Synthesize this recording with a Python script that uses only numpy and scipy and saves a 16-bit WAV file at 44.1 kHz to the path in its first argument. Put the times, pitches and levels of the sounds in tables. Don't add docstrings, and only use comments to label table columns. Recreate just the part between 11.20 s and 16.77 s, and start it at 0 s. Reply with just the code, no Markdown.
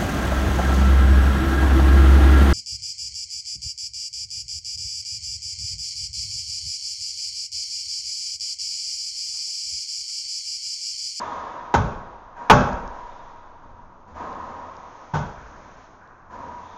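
import sys
import numpy as np
from scipy import signal
from scipy.fft import rfft, irfft, next_fast_len
from scipy.io import wavfile

SR = 44100
rng = np.random.default_rng(int(sys.argv[2]) if len(sys.argv) > 2 else 0)


def pcm_store(signal):
    levels = np.round(np.clip(np.atleast_2d(signal), -1, 1) * 32767)
    wavfile.write(sys.argv[1], SR, levels.astype(np.int16).T)


N = 245637
TIME = np.arange(N) / SR
BAND_EDGES_HZ = np.geomspace(18, 8200, 27)

# (time [s], strength [dB], thump [Hz], crack rise [s], tilt [dB/octave])
NEAR_SLAMS = [(0.5391, -7, 108, 0.0015, 0), (1.2978, 6, 134, 0.00088, 0.7), (3.935, -16, 148.9, 0.019, 1)]
# (time [s], wash [dB], ball ping [dB], tilt [dB/octave])
FAR_SHOTS = [(-.12, -31, -31.5, 0.5), (1.157, -41.5, -37.5, 0), (1.72, -49, -55, 2),
             (2.42, -62.5, -51.5, -7.5), (2.94, -37.5, -41, -0.5), (2.985, -40, -37, -1.3),
             (3.19, -43, -46.5, 0), (4.29, -50, -58, -4), (5.096, -42, -48, 0), (5.139, -49.5, -37, -4.5)]
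FAR_RISE_S = 0.021
# (level at strength 0 [dB], growth with strength [dB/dB])
TAIL_LAW, BOOM_LAW, PANEL_LAW, THUMP_LAW = (-19, 0.65), (-15.5, 0.51), (-21.5, 0.93), (-17.5, 0.23)


def from_db(db):
    return 10 ** (np.asarray(db) / 20)


def rms_one(x):
    return x / np.sqrt(np.mean(x ** 2, axis=-1, keepdims=True) + 1e-20)


def at_hz(points, hz):
    known_hz, value = np.transpose(points)
    return np.interp(np.log(hz + 1e-9), np.log(known_hz), value)


def part_db(law, strength_db):
    base_db, growth = law
    return base_db + growth * strength_db


def noise(spectrum):
    size = next_fast_len(N)
    hz = np.fft.rfftfreq(size, 1 / SR)
    in_range = (hz >= BAND_EDGES_HZ[0]) & (hz < BAND_EDGES_HZ[-1])
    gain = from_db(at_hz(spectrum, hz)) * in_range
    return rms_one(irfft(rfft(rng.standard_normal(size)) * gain, size)[:N])


def noise_bands(spectrum):
    size = next_fast_len(N, True)
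    whole = rfft(noise(spectrum), size).astype(np.complex64)
    hz = np.fft.rfftfreq(size, 1 / SR)
    return [irfft(whole * ((hz >= low) & (hz < high)), size)[:N]
            for low, high in zip(BAND_EDGES_HZ, BAND_EDGES_HZ[1:])]


def tones(modes):
    out = 0
    for hz, width, db in modes:
        sos = signal.butter(2, [hz - width / 2, hz + width / 2], "band", fs=SR, output="sos")
        out += from_db(db) * rms_one(signal.sosfilt(sos, rng.standard_normal(N)))
    return rms_one(out)


def swell(start, rise, t60, time=TIME):
    age = np.maximum(time - start, 0)
    return (1 - np.exp(-age / rise)) * np.exp(-np.log(1000) * age / t60)


def ring(start, hz, rise, t60, time=TIME):
    return swell(start, rise, t60, time) * np.sin(2 * np.pi * (hz * time + rng.random()))


def linger(blows, t60):
    coarse = TIME[::16]
    energy = sum((from_db(db) * swell(s, rise, t60, coarse)) ** 2 for s, db, rise in blows)
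    return np.interp(TIME, coarse, np.sqrt(energy))


def reverberate(spectrum, t60s, blows):
    centres = np.sqrt(BAND_EDGES_HZ[1:] * BAND_EDGES_HZ[:-1])
    out = 0
    for band, octave, t60 in zip(noise_bands(spectrum), np.log2(centres / 1000), at_hz(t60s, centres)):
        out += band * linger([(s, db + tilt * octave, rise) for s, db, tilt, rise in blows], t60)
    return out


def flutter(depth_db, grain_s):
    knots = np.arange(0, TIME[-1], grain_s)
    wobble = np.interp(TIME, knots, rng.standard_normal(N)[:len(knots)])
    return rms_one(from_db(depth_db * wobble))


def room_hum(level_db=-50.5):
    # (frequency [Hz], relative level [dB])
    colour = [(12, -26), (20, 0), (53, -16.5), (86, -7.5), (128, -13.5), (201, -17), (402, -20),
              (867, -13.5), (1030, -10.5), (1530, -21.5), (1820, -37), (6150, -63.5), (7500, -75.5),
              (9750, -97.5), (16500, -120)]
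    return from_db(level_db) * noise(colour)


def hiss(attack_s=0.2, t60=1.0, floor_db=-72.5):
    # (start [s], end [s], level [dB])
    spells = [(1.357, 2.115, -64), (3.207, 4.633, -59), (5.11, 5.57, -57.5)]
    # (frequency [Hz], relative level [dB])
    colour = [(1000, -15.5), (1800, 10), (2700, 0.5), (3600, -1.5), (4700, -4.5), (6400, 2), (7600, -16.5)]
    power = from_db(floor_db) ** 2
    for start, end, db in spells:
        attack = 1 - np.exp(-np.maximum(TIME - start, 0) / attack_s)
        release = np.exp(-np.log(1000) * np.maximum(TIME - end, 0) / t60)
        power += (from_db(db) * attack * release) ** 2
    return np.sqrt(power) * noise(colour)


def ticks():
    # (time [s], level [dB])
    onsets = [(1.531, -32.5), (1.677, -40), (3.128, -41), (3.567, -41.5), (4.875, -51)]
    # (frequency [Hz], relative level [dB])
    colour = [(1500, -18), (3800, -1), (5500, -2), (7200, -14)]
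    return noise(colour) * sum(from_db(db) * swell(s, rise=0.0001, t60=0.005) for s, db in onsets)


def squeaks():
    # (time [s], level [dB])
    chirps = [(-.03, -55), (1.85, -64), (5.42, -61.5)]
    # (frequency [Hz], width [Hz], relative level [dB])
    sole_tone = [(3540, 370, 0)]
    return tones(sole_tone) * linger([(s, db, 0.05) for s, db in chirps], t60=2)


def scuffs(rise=0.0029):
    # (time [s], level [dB])
    slides = [(1.16, -48.5), (4.17, -48.5), (4.805, -53.5), (5.095, -53)]
    # (frequency [Hz], relative level [dB])
    colour = [(600, -18.5), (1000, -4), (1250, 1), (1550, 7.5), (1800, -1.5), (2050, -10.5), (2450, -10.5),
              (3200, -32.5)]
    return noise(colour) * linger([(s, db, rise) for s, db in slides], t60=2.2)


def ball_ping(t60=3.2, upper_db=-1.24, slam_db=-19, slam_rise=0.036):
    # (frequency [Hz], width [Hz], relative level [dB])
    modes = [(960.5, 58, 0), (1041, 70, 4), (1107.5, 49, -1), (1246.5, 71, 0)]
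    main = [(s, ping_db, FAR_RISE_S) for s, _, ping_db, _ in FAR_SHOTS]
    main += [(s, part_db(TAIL_LAW, db) + slam_db, slam_rise) for s, db, *_ in NEAR_SLAMS]
    upper = [(s, wash_db + upper_db, FAR_RISE_S) for s, wash_db, _, _ in FAR_SHOTS]
    return tones(modes[:1]) * linger(main, t60) + tones(modes[1:]) * linger(upper, t60)


def court_wash(slam_db=-21, slam_rise=0.069, step_db=-6, step_rise=0.0083):
    # (time [s], level [dB])
    steps = [(.02, -54.5), (2.421, -54.5), (2.87, -45), (3.19, -55), (5.097, -52.5)]
    # (frequency [Hz], relative level [dB])
    wash_colour = [(140, -11.5), (240, -2), (390, -7.5), (540, -1.5), (850, 0), (1200, -6), (1450, -8.5),
                   (1600, -8), (2100, -18), (2900, -24.5), (3550, -25.5), (4500, -29.5), (6500, -27),
                   (7600, -34.5)]
    thud_colour = [(25, -9.5), (55, -9), (82, 19.5), (120, -17.5), (220, 2.5), (400, -37)]
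    # (frequency [Hz], t60 [s])
    t60s = [(80, 2.6), (300, 3), (1000, 3.93), (2000, 3.3), (4000, 3.33), (7000, 2.05)]
    blows = [(s, db, tilt, FAR_RISE_S) for s, db, _, tilt in FAR_SHOTS]
    blows += [(s, part_db(TAIL_LAW, db) + slam_db, 0, slam_rise) for s, db, *_ in NEAR_SLAMS]
    blows += [(s, db + step_db, 0, step_rise) for s, db in steps]
    thuds = [(s, db, 0, step_rise) for s, db in steps]
    return reverberate(wash_colour, t60s, blows) + reverberate(thud_colour, t60s, thuds)


def slam_tail(rise=0.0067):
    # (frequency [Hz], relative level [dB])
    colour = [(150, -11.5), (300, -2.5), (520, 1.5), (680, 0), (850, 2), (1580, -2), (1800, -15),
              (2300, -17), (2650, -15), (2950, -24), (3300, -14.5), (4200, -25.5), (6400, -20.5),
              (7600, -40.5)]
    # (frequency [Hz], t60 [s])
    t60s = [(100, 0.62), (500, 1), (1000, 0.89), (2000, 0.75), (4000, 0.53), (7000, 0.56)]
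    blows = [(s, part_db(TAIL_LAW, db), tilt, rise) for s, db, _, _, tilt in NEAR_SLAMS]
    return reverberate(colour, t60s, blows)


def wall_boom(rise=0.009):
    # (frequency [Hz], relative level [dB])
    colour = [(22, -12), (40, -10), (62, 1), (85, 1), (135, 1.5), (205, -3), (270, -16), (500, -44)]
    # (frequency [Hz], t60 [s])
    t60s = [(30, 1.9), (60, 0.83), (100, 0.56), (250, 0.66)]
    return reverberate(colour, t60s, [(s, part_db(BOOM_LAW, db), 0, rise) for s, db, *_ in NEAR_SLAMS])


def thump(rise=0.0062, ball_hz=925, ball_db=-4):
    # (frequency [Hz], relative level [dB], t60 [s])
    flex_modes = [(13.9, -22, 8), (40, -27.5, 2.9)]
    out = 0
    for s, db, thump_hz, _, _ in NEAR_SLAMS:
        spot = from_db(part_db(THUMP_LAW, db)) * ring(s, thump_hz, rise, t60=0.43)
        ball = from_db(db + ball_db) * ring(s, ball_hz, rise, t60=0.11)
        flex = sum(from_db(mode_db) * ring(s, hz, rise, t60) for hz, mode_db, t60 in flex_modes)
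        out += spot + ball + from_db(part_db(PANEL_LAW, db)) * flex
    return out


def wall_panel(rise=0.0088, scatter_db=3.0, twin_db=-6, min_split_hz=5):
    # (frequency [Hz], relative level [dB], t60 [s])
    modes = [(87.8, -3.5, 0.53), (135.3, 3.5, 0.62), (195.8, -1, 0.65), (223.4, -3.5, 0.73), (248, 1, 0.56),
             (429, -3.5, 0.48), (488, -7.5, 0.59), (593, 0.5, 0.58), (721, -2, 0.29), (782, -7, 0.8),
             (836, 0.5, 0.5), (933, -5, 0.72), (976, -14, 0.74), (1093, -6, 0.78), (1134, -4.5, 0.38),
             (1245, -8.5, 0.58), (1325, -11.5, 0.8), (1386, -17.5, 0.7), (1498, -4, 0.43),
             (1607, -11, 0.44), (1637, -15.5, 0.8), (1830, -20.5, 0.22), (2080, -16, 0.35),
             (2580, -19.5, 0.52)]
    out = np.zeros(N)
    for s, db, _, _, tilt in NEAR_SLAMS:
        for hz, mode_db, t60 in modes:
            span = slice(int(s * SR), int((s + t60) * SR))
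            level_db = part_db(PANEL_LAW, db) + mode_db + tilt * np.log2(hz / 1000)
            level_db += scatter_db * rng.standard_normal()
            twin_hz = hz + min_split_hz * rng.choice([-1, 1]) * (1 + rng.random())
            mode = ring(s, hz, rise, t60, TIME[span])
            twin = from_db(twin_db) * ring(s, twin_hz, rise, t60, TIME[span])
            out[span] += from_db(level_db) * (mode + twin)
    return out


def crack(echo_s=0.0057, echo_db=-2):
    # (frequency [Hz], relative level [dB])
    colour = [(100, -14), (270, -12.5), (440, -4), (670, -16), (870, 6), (1080, -4), (1320, -4),
              (1900, -17), (2500, -27.5), (3250, -23.5), (4600, -34), (6400, -28.5), (7600, -37.5)]
    envelope = 0
    for s, db, _, rise, _ in NEAR_SLAMS:
        t60 = 0.086 + 3.2 * rise
        echo = from_db(echo_db) * swell(s + echo_s, rise, t60)
        envelope += from_db(db) * np.hypot(swell(s, rise, t60), echo)
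    return envelope * noise(colour)


def near_wall():
    tail, boom = slam_tail(), wall_boom()
    return crack() + wall_panel() + thump() + tail * flutter(depth_db=1.4, grain_s=0.004) + boom


def scene():
    close = near_wall()
    distant = scuffs() + court_wash() + ball_ping() + squeaks()
    background = ticks() + room_hum() + hiss()
    return (close + distant + background)[None]


def record(dry):
    treble_cut = signal.butter(24, 7160, fs=SR, output="sos")
    top_cut = signal.cheby2(12, 70, 17000, fs=SR, output="sos")
    overloaded = np.clip(dry, -0.66, 0.66)
    narrow = signal.sosfilt(treble_cut, overloaded)
    return signal.sosfilt(top_cut, np.clip(narrow, -0.7, 0.7))


dry = scene()
out = record(dry)
pcm_store(out)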